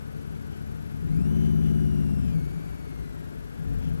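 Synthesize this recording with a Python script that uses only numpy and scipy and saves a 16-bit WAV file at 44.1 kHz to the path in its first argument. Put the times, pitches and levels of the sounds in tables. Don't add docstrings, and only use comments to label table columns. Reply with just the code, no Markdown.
import sys
import numpy as np
from scipy import signal
from scipy.fft import rfft, irfft
from scipy.io import wavfile
from scipy.ndimage import uniform_filter1d

SR = 44100
rng = np.random.default_rng(int(sys.argv[2]) if len(sys.argv) > 2 else 0)


def wav_record(signal):
    frames = np.transpose(np.atleast_2d(signal))
    bounded = np.clip(frames, -1, 1)
    quanta = np.round(bounded * 32767).astype(np.int16)
    wavfile.write(sys.argv[1], SR, quanta)


N = 176400
T = np.arange(N) / SR

# (time [s], state [0 idling, 1 revved, 2 rolling])
ENGINE_STATE = [(0, 0.14), (1.02, 0.044), (1.26, 0.98), (2.25, 0.97), (2.65, 1.84), (3.55, 2), (3.75, 1.68),
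                (4, 1.53)]


def amp(db):
    return 10 ** (np.asarray(db) / 20)


def unit(x):
    return x / np.sqrt(np.mean(x ** 2) + 1e-20)


def curve(points):
    return np.interp(T, *np.transpose(points))


def level_at(spectrum, hz):
    f, db = np.transpose(spectrum)
    return np.interp(np.log(hz + 1), np.log(f + 1), db)


def noise(spectrum):
    gain = amp(level_at(spectrum, np.fft.rfftfreq(N, 1 / SR)))
    return unit(irfft(rfft(rng.standard_normal(N)) * gain, N))


def wander(rate_hz):
    f = np.fft.fftfreq(4096, N / SR / 4096)
    z = np.fft.ifft(np.exp(2j * np.pi * rng.random(len(f))) / (1 + (f / rate_hz) ** 4))
    return np.interp(T, np.linspace(0, N / SR, len(f)), unit(z.real) + 1j * unit(z.imag))


def wavering_tone(hz, width_hz):
    return (wander(width_hz / 2) * np.exp(2j * np.pi * hz * T)).real


def exhaust(cycle_hz, cycles):
    # (multiple of the cycle rate, relative level idling [dB], revved [dB], rolling [dB])
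    tones = [(3, -50, -52, -43), (4, -44, -29, -36), (5, -60, -33, -47), (6, -60, -50, -50),
             (7, -55, -35, -50), (8, -38, -39, -45), (9, -56, -30, -48), (10, -58, -54, -54),
             (11, -42, -49, -48), (12, -41, -30, -51), (13, -57, -36, -49), (14, -60, -54, -55),
             (15, -52, -42, -54), (16, -46, -35, -58), (17, -49, -49, -56), (18, -64, -50, -57),
             (19, -64, -54, -54), (20, -51, -41, -55), (21, -57, -39, -54), (22, -64, -55, -52),
             (23, -55, -54, -53), (24, -44, -46, -55), (25, -54, -46, -56), (26, -64, -53, -57),
             (27, -60, -53, -57), (28, -62, -50, -57), (29, -60, -52, -57), (30, -68, -54, -57),
             (31, -48, -52, -56), (32, -52, -48, -56)]
    # (frequency [Hz], gain [dB])
    cabin_response = [(20, -18), (40, -4), (70, 0), (100, -1), (125, -3), (160, 8), (185, 0), (215, 3),
                      (245, -3), (275, -1), (320, -11), (345, -7), (362, 3), (382, -10), (450, -14),
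                      (700, -24)]
    # (time [s], roughness [0-1])
    roughness = [(0, .1), (1, .12), (1.18, .25), (1.35, .05), (2.1, .06), (2.4, .25), (3.5, .35),
                 (3.75, .6), (4, .6)]
    # (time [s], level [dB])
    loudness = [(0, -35), (.97, -32), (1.1, -28), (1.18, -19), (1.24, -22), (1.38, -19), (1.75, -19),
                (2, -21), (2.3, -23.5), (2.5, -31.5), (2.7, -32), (3.25, -34.5), (3.35, -34), (3.5, -36.5),
                (3.75, -26.5), (4, -31)]
    state, rough = curve(ENGINE_STATE), curve(roughness)
    boom, power = np.zeros(N), np.zeros(N)
    for k, idle, revved, rolling in tones:
        db = idle + (revved - idle) * np.clip(state, 0, 1) + (rolling - revved) * np.clip(state - 1, 0, 1)
        gain = amp(db + level_at(cabin_response, k * cycle_hz))
        phase = np.pi + rng.uniform(-np.pi, np.pi) * (k % 4 > 0)
        tone = np.exp(1j * (2 * np.pi * k * cycles + phase))
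        boom += gain * (tone * (1 + rough * wander(rate_hz=5.7))).real
        power += gain ** 2 * (.5 + rough ** 2)
    return boom / np.sqrt(power) * amp(curve(loudness))


def cabin_drone():
    # (time [s], level [dB])
    loudness = [(0, -40), (.95, -42), (1.17, -23.5), (1.35, -38.5), (2.15, -36.5), (2.35, -24.5),
                (2.55, -30), (2.75, -48), (3.05, -41), (3.45, -41.5), (3.8, -31.5), (4, -30.5)]
    return amp(curve(loudness)) * wavering_tone(hz=159.9, width_hz=31.5)


def rumble_and_clatter(firings):
    # (frequency [Hz], relative level [dB])
    rumble_spectrum = [(12, -25), (25, -9), (45, 2.5), (80, 4), (105, 1.5), (125, -8), (160, 1),
                       (220, -10.5), (270, -1.5), (320, -14.5), (430, -17), (560, -27.5), (1000, -57)]
    clatter_spectrum = [(150, -10.5), (300, 4.5), (430, 5.5), (520, -3), (680, -4), (850, -6.5),
                        (1100, -9.5), (1500, -6), (1680, -8), (1850, -13.5), (2400, -15), (3300, -21),
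                        (5000, -25.5), (7800, -30), (9000, -36), (13000, -48)]
    # (time [s], level [dB])
    rumble_loudness = [(0, -43), (.95, -44), (1.15, -32), (1.35, -41), (2.1, -36), (2.35, -28.5),
                       (2.7, -37), (3.5, -44), (3.75, -29.5), (4, -33.5)]
    clatter_loudness = [(0, -44.5), (1, -44.5), (1.4, -42), (2.2, -44), (2.7, -43.5), (3.5, -44.5),
                        (3.8, -43), (4, -44)]
    depth, decay = 0.078, 0.4
    beat = unit(1 - depth + 2 * depth * np.exp(-(firings % 1) / decay))
    rumble = noise(rumble_spectrum) * amp(curve(rumble_loudness))
    clatter = noise(clatter_spectrum) * amp(curve(clatter_loudness))
    return beat * (rumble + clatter)


def alternator(hz):
    # (multiple of the pitch, relative level [dB])
    harmonics = [(1, 0), (2, -4), (3, -5.5), (4, -6), (5, -7), (6, -13), (7, -7)]
    # (time [s], level [dB])
    loudness = [(0, -70.5), (1, -70), (1.2, -63.5), (1.35, -63), (2.1, -64.5), (2.4, -65.5), (2.65, -66),
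                (3, -66.5), (3.2, -69.5), (3.65, -73), (4, -69)]
    pitch_jitter, flutter, db_per_octave = 0.00202, 0.15, 6
    turns = np.cumsum(hz * (1 + pitch_jitter * wander(rate_hz=38).real)) / SR
    brightness = amp(db_per_octave * np.log2(hz / hz.max()))
    whine = np.zeros(N)
    for k, db in harmonics:
        gain = amp(db) * (brightness if k > 1 else 1)
        whine += gain * np.sin(2 * np.pi * k * turns) * (1 + flutter * wander(rate_hz=33).real)
    return np.sqrt(2) * whine * amp(curve(loudness))


def wiring():
    # (frequency [Hz], relative level [dB])
    hiss_spectrum = [(100, 5), (1000, 5), (2500, 4), (4500, 0.5), (10000, -0.5), (12500, -0.5)]
    # (frequency [Hz], level [dB])
    buzz_tones = [(4500, -87), (6000, -88), (7500, -88), (9000, -87), (10500, -88), (12000, -88)]
    pulse_db, hiss_db = (-73.5, -67), (-62, -61.5)
    tone_hz, pulses_per_s, on_share = 11522, 20.15, .43
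    place = T * pulses_per_s % 1
    gate = uniform_filter1d(1. * (abs(place - .5) < on_share / 2), size=100)
    pulses = amp(pulse_db)[:, None] * np.sqrt(2) * gate * np.sin(2 * np.pi * tone_hz * T)
    flicker = 1 + 0.1 * wander(rate_hz=93).real
    dip = 1 - 0.47 * np.exp(-((place - 0.85) / 0.081) ** 2)
    hiss = np.array([amp(db) * noise(hiss_spectrum) for db in hiss_db]) * unit(flicker * dip)
    buzz = sum(amp(db) * np.sqrt(2) * np.sin(2 * np.pi * hz * T) for hz, db in buzz_tones)
    return pulses + hiss + buzz


def trim_rasps():
    # (middle [s], length [s], peak level [dB])
    rasps = [(0.558, 0.093, -57), (1.453, 0.13, -54), (1.666, 0.11, -54), (1.98, .12, -58),
             (2.27, 0.17, -54.5), (3.86, 0.12, -55)]
    # (frequency [Hz], relative level [dB])
    spectrum = [(800, -40), (1800, 1), (2500, 3), (3100, 7), (3800, -7), (6000, -6.5), (13000, -24)]
    level = sum(amp(db) * np.exp(-(2 * (T - middle) / length) ** 2) for middle, length, db in rasps)
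    return level * noise(spectrum) * unit(1 + 0.19 * wander(rate_hz=37).real)


def intake_growl(firings, revved):
    # (frequency [Hz], relative level [dB])
    spectrum = [(300, -22), (480, -2), (660, 4), (800, -7), (1000, -11.5), (1600, -28.5)]
    puffs = unit(1 + np.cos(2 * np.pi * firings) / 2)
    return amp(db=-53) * revved * puffs * noise(spectrum)


def ringing(revved):
    # (frequency [Hz], width [Hz], level when fully revved [dB])
    tones = [(9060, 90, -73), (10680, 90, -73), (11700, 96, -82)]
    return revved * sum(amp(db) * wavering_tone(hz, width) for hz, width, db in tones)


def scene():
    # (time [s], pitch [Hz])
    speed = [(0, 1500), (.97, 1506), (1.06, 1782), (1.12, 2089), (1.2, 2506), (1.26, 2837), (1.33, 3003),
             (1.41, 3042), (1.6, 2981), (1.83, 2918), (2, 2837), (2.12, 2772), (2.24, 2627), (2.4, 2182),
             (2.51, 2289), (2.65, 2334), (2.83, 2247), (3.03, 2072), (3.18, 1906), (3.35, 1747),
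             (3.6, 1625), (3.74, 1872), (3.85, 1552), (4, 1445)]
    whine_hz = uniform_filter1d(curve(speed), size=1800, mode="nearest")
    cycle_hz = whine_hz / 167.3
    cycles = np.cumsum(cycle_hz) / SR
    firings = 4 * cycles
    revved = np.clip(1 - abs(curve(ENGINE_STATE) - 1), 0, 1)
    cabin = exhaust(cycle_hz, cycles) + intake_growl(firings, revved) + cabin_drone()
    cabin += rumble_and_clatter(firings) + trim_rasps() + ringing(revved)
    whine = alternator(whine_hz)
    left = cabin + amp(db=-12) * whine
    right = whine - amp(db=-6) * cabin
    return np.array([left, right]) + wiring()


def record(dry):
    low_pass = signal.firwin(401, cutoff=12900, window=("kaiser", 9), fs=SR)
    return signal.oaconvolve(dry, low_pass[None], "same")


dry = scene()
out = record(dry)
wav_record(out)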